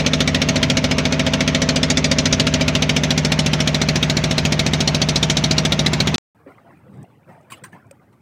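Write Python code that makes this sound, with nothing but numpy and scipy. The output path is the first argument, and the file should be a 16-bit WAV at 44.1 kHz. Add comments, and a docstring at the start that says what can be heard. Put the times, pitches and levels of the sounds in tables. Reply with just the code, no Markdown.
"""A single-cylinder diesel chugs at even speed in a small wooden boat, close to the microphone.
Every firing cracks (shaped noise), rattles and rings the engine's metal (noise bands and resonators)
and sets the hull booming (resonators struck by impulses). The microphone is lifted from the deck
about halfway through. The engine sound breaks off abruptly, with a tiny click and a short silence;
water then laps and splashes: swelling noise, noise bursts and the rising sine pings of bubbles."""
import sys
import numpy as np
from scipy import signal
from scipy.fft import rfft, irfft, next_fast_len
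from scipy.io import wavfile
from scipy.ndimage import uniform_filter1d, minimum_filter1d, map_coordinates

SR = 44100
rng = np.random.default_rng(int(sys.argv[2]) if len(sys.argv) > 2 else 0)


def pcm_store(signal):
    """Save signal as 16-bit PCM."""
    levels = np.round(np.clip(np.atleast_2d(signal), -1, 1) * 32767)
    wavfile.write(sys.argv[1], SR, levels.astype(np.int16).T)


N = 362061
FIRST_S, BREAK_OFF_S, CLICK_S, SEA_START_S = .0632, 6.1595, 6.1822, 6.348
TOP_HZ = 15700  # upper band limit


def amp(db):
    """Decibels to gain."""
    return 10 ** (np.asarray(db) / 20)


def unit(x):
    """x scaled to rms 1."""
    return x / np.sqrt(np.mean(x ** 2) + 1e-20)


def clock():
    """The time of every sample in seconds."""
    return np.arange(N) / SR


def curves(rows):
    """One value per sample for each column after the time."""
    s, *cols = np.transpose(rows)
    return [np.interp(clock(), s, c) for c in cols]


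def wobble(rate):
    """A smooth random curve, rate knots a second."""
    return map_coordinates(rng.standard_normal(int(N * rate / SR) + 4), [clock() * rate])


def filtered(x, response):
    """x times a complex response of frequency."""
    m = next_fast_len(len(x) + SR)
    return irfft(rfft(x, m) * response(np.fft.rfftfreq(m, 1 / SR)), m)[:len(x)]


def resonances(x, modes):
    """x through a bank of (Hz, width Hz, gain) resonators."""
    return filtered(x, lambda f: sum(g * 1j * f * w / (c * c - f * f + 1j * f * w) for c, w, g in modes))


def noise(spectrum, patchy_db):
    """Noise of rms 1 with a (Hz, dB) colour and short-lived peaks of random pitch."""
    z = signal.stft(rng.standard_normal(N), nperseg=512)[2]
    field = uniform_filter1d(rng.standard_normal(z.shape), size=3, axis=0)  # blurred over pitch
    field = uniform_filter1d(field, size=5, axis=1)  # and over time
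    patchy = signal.istft(z * amp(patchy_db * unit(field)), nperseg=512)[1][:N]
    f, db = np.transpose(spectrum)
    return unit(filtered(patchy, lambda hz: amp(np.interp(np.log(hz + 1), np.log(f), db))))


def burst(age, rise, t60):
    """A quick rise and an exponential decay (60 dB in t60 s), silent before age 0."""
    age = np.maximum(age, 0)
    return (1 - np.exp(-age / rise)) * np.exp(-np.log(1000) * age / t60)


def swells(crests, levels_db, swell_s, fall_s, calm_db):
    """An envelope of exponential swells and falls above a calm floor, summed as power."""
    age = clock() - crests[:, None]
    shape = np.exp(np.minimum(age / swell_s[:, None], -age / fall_s))
    waves = amp(levels_db)[:, None] * shape
    return np.sqrt(amp(calm_db) ** 2 + np.sum(waves ** 2, axis=0))


# engine speed: t/s, firings per second
ENGINE_SPEED = [(0.0, 14.046), (0.44, 14.177), (0.88, 14.132), (1.32, 14.164), (1.76, 14.135),
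                (2.2, 14.107), (2.64, 14.131), (3.08, 14.059), (3.52, 14.076), (3.96, 14.186),
                (4.4, 14.134), (4.84, 14.157), (5.28, 14.192), (5.72, 14.197), (6.16, 14.292)]


def firings(jitter):
    """Firing times with random jitter (s), starting with the engine already running."""
    cycles = np.cumsum(curves(ENGINE_SPEED)[0]) / SR
    cycles -= np.interp(FIRST_S, clock(), cycles)
    later = np.interp(np.arange(int(cycles[-1])), cycles, clock())
    earlier = FIRST_S - np.arange(8, 0, -1) / ENGINE_SPEED[0][1]
    times = np.r_[earlier, later]
    return times + jitter * rng.standard_normal(len(times))


def pulses(times, scatter_db):
    """One impulse of random size at each time, with a second of run-up."""
    sizes = amp(scatter_db * rng.standard_normal(len(times)))
    return np.bincount(np.round((times + 1) * SR).astype(int), sizes, N + 2 * SR)[:N + SR]


def strokes(times, rise, t60, scatter_db):
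    """The envelope of a blow repeated at the given times."""
    shape = burst(np.arange(SR // 4) / SR, rise, t60)
    return signal.fftconvolve(pulses(times, scatter_db), shape)[SR:SR + N]


# microphone height: t/s, height [0 near the deck - 1 lifted]
MIC_HEIGHT = [(0, 0.32), (.7, 0.019), (2.3, 0.035), (2.9, 0.38), (3.5, 0.86), (6.2, 1)]


def lifted(near_deck, higher_up):
    """What the microphone hears as its height changes: a blend of two signals or settings."""
    height = np.clip(curves(MIC_HEIGHT)[0], 0, 1)
    return (1 - height) * near_deck + height * higher_up


# colour of the knock's crack: f/Hz, relative level/dB per Hz
CRACK_COLOUR = [(900, -20.5), (2000, -7.5), (2700, -3), (4000, 3.5), (4800, 0), (5700, 3.5), (6600, -1.5),
                (8000, -11.5), (9000, -17), (10300, -17), (12000, -46), (15500, -36)]
# the knock's treble, before a fixed 1.5 dB lift: t/s, level/dB
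CRACK_LEVELS = [(0, -26.5), (.75, -27), (1.25, -30.5), (1.85, -24), (2.35, -23), (2.75, -29.5), (3.25, -26),
                (3.9, -30.5), (4.9, -27.5), (5.3, -24), (6.1, -31.5)]


def crack(times, crack_db):
    """Combustion knock: a bright noise burst at every firing."""
    knock = strokes(times - .0006, rise=.0007, t60=0.07, scatter_db=0.5)
    return amp(crack_db + 1.5) * unit(knock) * noise(CRACK_COLOUR, patchy_db=4)


# colour of the clatter: f/Hz, relative level/dB per Hz
CLATTER_COLOUR = [(300, -11.5), (600, 1.5), (720, -3), (900, -4.5), (1100, -8.5), (1400, -3), (1650, -2.5),
                  (2230, 5.5), (2700, -2), (3600, -3), (4800, -8), (6300, -9.5), (8000, -38), (12000, -45)]


def clatter(block, clatter_db):
    """Valve clatter: mid-range noise shaken by every blow to the engine block."""
    return amp(clatter_db - 1.26) * unit(block) * noise(CLATTER_COLOUR, patchy_db=2.5)


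def clang(times, width_hz):
    """The strongest metallic ring: a noise band, given a new pitch and strength at every knock."""
    deck_hz, high_hz, scatter_hz = 3323, 3707, 291.2
    deck_db, high_db, scatter_db = -31, -26, 2
    knock = np.maximum(np.searchsorted(times, clock()) - 1, 0)
    detune, strength = np.clip(rng.standard_normal((len(times), 2)), -2, 2)[knock].T
    # two slow noises on a cosine and a sine make a band around the pitch
    a, b = (unit(filtered(rng.standard_normal(N), lambda f: 1 / (1 + (f / width_hz) ** 2)))
            for _ in range(2))
    phase = 2 * np.pi * np.cumsum(lifted(deck_hz, high_hz) + scatter_hz * detune) / SR
    db = lifted(deck_db, high_db) + scatter_db * strength
    return amp(db) * (a * np.cos(phase) + b * np.sin(phase))


# ringing of the engine's covers: f/Hz, width [Hz], relative level/dB
COVER_MODES = [(1380, 40, -1.5), (1883, 69, -4), (2238, 42, 0.5), (2540, 260, -2), (2784, 84, -4.5),
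               (4130, 50, -2.5), (5630, 63, -9.5), (6290, 61, -7)]


def covers(sharp, clatter_db):
    """Every knock shakes the covers at new strengths, and they ring on after it."""
    modes = [(hz, width, amp(db)) for hz, width, db in COVER_MODES]
    ringing = resonances(sharp * rng.standard_normal(N), modes)
    return amp(clatter_db - 5.5) * unit(ringing)


# colour of gears and valves: f/Hz, relative level/dB per Hz
GEAR_COLOUR = [(300, -5), (600, 0), (900, 3), (1200, 1), (1700, 0), (2300, 1.5), (3500, -3.5),
               (4800, -10.5), (6300, -9.5), (8000, -28), (12000, -46)]


def gear_rattle(times):
    """Gears and valves keep rattling between the firings, in small uneven ticks."""
    valves = strokes(times + .055, rise=0.0022, t60=0.08, scatter_db=2.0)
    rattle = amp(0.74 * wobble(400)) * np.sqrt(1 + (1.4 * valves) ** 2)
    return amp(-31) * unit(rattle) * noise(GEAR_COLOUR, patchy_db=2.0)


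# hull and exhaust resonances: f/Hz, width [Hz], relative level/dB near the deck,
# relative level/dB higher up, polarity [only the sign counts]
HULL_MODES = [(64.6, 2.55, 41, 40, -1.1), (84.7, 3.7, 36.5, 35.5, -1.0), (129.3, 1.8, 38.5, 43, 0.96),
              (151.3, 4.02, 44, 46.5, -1.0), (189.4, 3.56, 46.5, 46.5, -1.0),
              (201.46, 3.76, 43, 41.5, -1.0), (202, 61.3, 32, 33.5, 0.88), (254.8, 9.2, 39, 31.5, 1.0),
              (280.1, 11, 32, -4, -1.0), (354, 5.4, 14.5, 31, 1.0), (395.3, 1.3, 32.5, 29.5, 0.8),
              (433.8, 2, 35, 20, 0.97), (483, 4.4, 28.5, 19.5, 1.0), (533, 11, 30.5, 18, 1.0),
              (591.6, 5.9, 26.5, 23, -1), (635, 6.5, 20.5, 27, 1), (654.7, 6, 34.5, 20, -1),
              (678, 9.5, 20, 20.5, 1), (789.3, 13, 14, 22, -1), (894, 7.7, 13, 21, 1)]


def boom(times):
    """The firing and the exhaust puff a third of a cycle later ring the hull; each blend end has rms 1."""
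    firing, exhaust = times - .00136, times + .02127
    push = pulses(firing, scatter_db=0.0) - 0.38 * pulses(exhaust, scatter_db=1.0)
    hz, width, deck_db, high_db, polarity = np.transpose(HULL_MODES)

    def ring(db):
        """The hull's modes at one microphone height, without the run-up."""
        return unit(resonances(push, list(zip(hz, width, np.sign(polarity) * amp(db))))[SR:])

    return lifted(ring(deck_db), ring(high_db))


# colour of the drumming planks: f/Hz, relative level/dB per Hz
PLANK_COLOUR = [(70, -32.5), (110, -8.5), (160, -1), (250, -7), (330, -6.5), (430, -6), (570, -7),
                (650, -5.5), (730, -22), (1200, -24), (4000, -63)]


def planks(block):
    """Planks drum: low noise that swells with every blow over a steady floor."""
    return amp(lifted(-9.5, -11.0)) * unit(0.42 + block) * noise(PLANK_COLOUR, patchy_db=0.5)


# colour of the low rumble: f/Hz, relative level/dB per Hz
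RUMBLE_COLOUR = [(20, -34.5), (38, -30.5), (54, -11), (70, -2.5), (105, 1), (160, -9), (300, -31),
                 (800, -62.5)]
# swells of the rumble: crest t/s, level/dB, time to swell [s]
RUMBLE_SWELLS = [(.65, -26.5, .5), (2.33, -25, 0.17), (4.38, -30, .12), (5.801, -32.5, .2)]


def rumble():
    """Low noise swelling under the engine."""
    level = swells(*np.transpose(RUMBLE_SWELLS), fall_s=.28, calm_db=-43)
    return level * noise(RUMBLE_COLOUR, patchy_db=1.5)


def engine():
    """Knock, clatter, ringing metal and hull boom follow the firings, over a free rumble."""
    times = firings(jitter=.0001)
    crack_db, = curves(CRACK_LEVELS)
    # a brighter knock has less middle: clatter and ring lose .2 dB per dB of treble
    middle_db = -.2 * (crack_db - np.median(crack_db))
    clatter_db = lifted(-24.5, -28.5) + middle_db
    sharp = strokes(times - .0004, rise=.0005, t60=0.043, scatter_db=2.5)
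    block = strokes(times - .001, rise=0.0025, t60=0.09, scatter_db=0.07)
    metal = crack(times, crack_db) + clatter(block, clatter_db)
    metal += amp(middle_db) * unit(sharp) * clang(times - .0004, width_hz=480)
    metal += covers(sharp, clatter_db) + gear_rattle(times)
    # down among the tyres the highest treble is shaded
    shade_hz = 9000
    shaded = filtered(metal, lambda f: 1 / np.sqrt(1 + (f / shade_hz) ** 4))
    metal = lifted(shaded, metal)
    hull = amp(-20) * (amp(1.05) * boom(times) + planks(block))
    return metal + rumble() + hull


def click():
    """One tiny, dry tick: a sinc pulse that dies away on both sides."""
    age = clock() - CLICK_S
    return -.24 * np.sinc(age * TOP_HZ) * np.exp(-np.abs(age) / 0.00078)


def bubbles(count, middle_hz, cycles, scatter_db):
    """Small bubbles of random pitch and size, each a short rising ping; rms 1 over the sea."""
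    when, pitch, size = rng.random(count), *rng.standard_normal((2, count))
    hz = np.clip(middle_hz * np.exp(.5 * pitch), 300, 3000)[:, None]
    age = np.arange(SR // 16) / SR
    life = cycles / hz  # t60 in seconds
    tone = np.sin(2 * np.pi * hz * age * (1 + 0.095 * age / life))
    sizes = amp(scatter_db * np.clip(size, -2, 2))[:, None]
    pings = sizes * burst(age, 0.00077, life) * tone
    start = SR * SEA_START_S
    at = (start + when * (N - start)).astype(int)[:, None] + np.arange(len(age))
    sound = np.bincount(at.ravel(), pings.ravel(), N)[:N]
    return sound / np.std(sound[int(start):])


# colours of the low surge and the wash: f/Hz, relative level/dB per Hz
SURGE_COLOUR = [(30, -44.5), (55, -28), (85, -3), (115, 5), (190, 1.5), (300, -6), (500, -14), (1200, -50),
                (5000, -68)]
WASH_COLOUR = [(150, -12), (400, 5), (750, 6.5), (1300, 0), (2300, -4.5), (3200, -16), (5000, -24.5),
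               (7000, -33), (8500, -21), (11000, -37), (15500, -26)]
# waves meeting the hull: crest t/s, relative surge level/dB, relative wash level/dB, time to swell [s]
HULL_WAVES = [(6.48, -52, -46.5, .012), (6.72, -61, -50.5, 0.11), (7.014, -40, -51, 0.11),
              (7.295, -49, -45.5, 0.02), (7.525, -49, -46, 0.015), (7.635, -48.5, -70, .018),
              (7.74, -47.5, -52, .022), (7.87, -52, -69, .04)]


def waves():
    """Waves meet the hull: a low surge ends quickly, a bubbly wash drains more slowly."""
    crests, surge_db, wash_db, swell_s = np.transpose(HULL_WAVES)
    surge = swells(crests, surge_db, swell_s, fall_s=0.047, calm_db=-57)
    wash = swells(crests, wash_db, swell_s, fall_s=.1, calm_db=-60) * amp(1.2 * wobble(35))
    foam = amp(-2) * noise(WASH_COLOUR, patchy_db=5.5)
    foam += amp(-5) * bubbles(count=260, middle_hz=954, cycles=52, scatter_db=4.0)
    return amp(2.5) * surge * noise(SURGE_COLOUR, patchy_db=1.5) + wash * foam


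# air pockets trapped by the waves: t/s, level/dB, f/Hz at the start, t60 [s]
AIR_POCKETS = [(6.463, -31.5, 532, 0.06), (6.465, -40, 398, 0.16), (6.466, -35, 275, 0.14),
               (6.66, -43, 680, .15), (6.865, -41, 500, 0.11), (6.885, -36, 198, 0.21),
               (6.972, -48, 114, 0.23), (6.995, -38, 210, .13), (7.29, -38, 540, 0.06),
               (7.375, -38, 676, 0.067), (7.52, -25.5, 1080, 0.045), (7.73, -32, 1740, 0.04),
               (7.761, -37, 1010, .05), (7.911, -32, 547, 0.052)]


def glugs():
    """Trapped air rings as a sine; a bubble's pitch climbs a little as it nears the surface."""
    sound = np.zeros(N)
    for s, db, hz, t60 in AIR_POCKETS:
        age = clock() - s
        tone = np.sin(2 * np.pi * hz * age * (1 + 0.027 * age / t60))
        sound += amp(db) * burst(age, rise=0.0017, t60=t60) * tone
    return sound


# colour of the spray: f/Hz, relative level/dB per Hz
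SPRAY_COLOUR = [(300, -27), (800, -15), (1100, 2), (2300, 1), (3500, -6), (6000, -16.5), (8500, -7),
                (11000, -25), (15500, -16.5)]
# splashes: t/s, level/dB, rise [s], t60 [s]
SPLASH_EVENTS = [(6.925, -57, .01, 0.18), (7.285, -58, .01, 0.16), (7.318, -56, .005, 0.12),
                 (7.501, -36.5, 0.0028, .1), (7.518, -30, 0.0033, .09), (7.54, -52, .005, 0.16),
                 (7.571, -47, .003, 0.055), (7.637, -25.5, 0.0038, 0.063), (7.655, -55, .005, 0.23),
                 (7.722, -44, 0.01, 0.13), (7.91, -40.5, 0.00041, 0.017), (8.125, -54.5, .003, 0.084)]


def splashes():
    """Small splashes: bursts of patchy spray noise."""
    level = sum(amp(db) * burst(clock() - s, rise, t60) for s, db, rise, t60 in SPLASH_EVENTS)
    return level * noise(SPRAY_COLOUR, patchy_db=7.0)


# colour of a drop's tick: f/Hz, relative level/dB per Hz
TICK_COLOUR = [(2000, -25), (5000, -8), (8500, 8), (11000, -15), (15000, -4)]
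# drops ticking on the boat: t/s, level/dB
DROP_EVENTS = [(6.973, -57), (7.029, -45), (7.411, -59), (7.43, -59), (7.868, -59), (7.911, -36.5)]


def drops():
    """Drops tick on the boat: very short, bright noise bursts."""
    level = sum(amp(db) * burst(clock() - s, rise=.0006, t60=0.017) for s, db in DROP_EVENTS)
    return level * noise(TICK_COLOUR, patchy_db=4)


def sea():
    """Waves surge along the hull, glug in trapped air and throw small splashes, over faint hiss."""
    hiss = amp(-75.5) * rng.standard_normal(N)
    return waves() + glugs() + splashes() + drops() + hiss


def scene():
    """The engine sound, broken off abruptly, a click in a short silence, then the sea."""
    t = clock()
    return (engine() * (t < BREAK_OFF_S) + click() + sea() * (t > SEA_START_S))[None]


def record(dry):
    """A fast limiter holds the knocks under full scale; a steep filter cuts above the band limit."""
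    ceiling = .78
    needed = np.minimum(1, ceiling / (np.abs(dry[0]) + 1e-9))
    gain = uniform_filter1d(minimum_filter1d(needed, size=89), size=45)  # about 2 ms and 1 ms
    return filtered(dry[0] * gain, lambda hz: 1 / np.sqrt(1 + (hz / TOP_HZ) ** 120))[None]


dry = scene()
out = record(dry)
pcm_store(out)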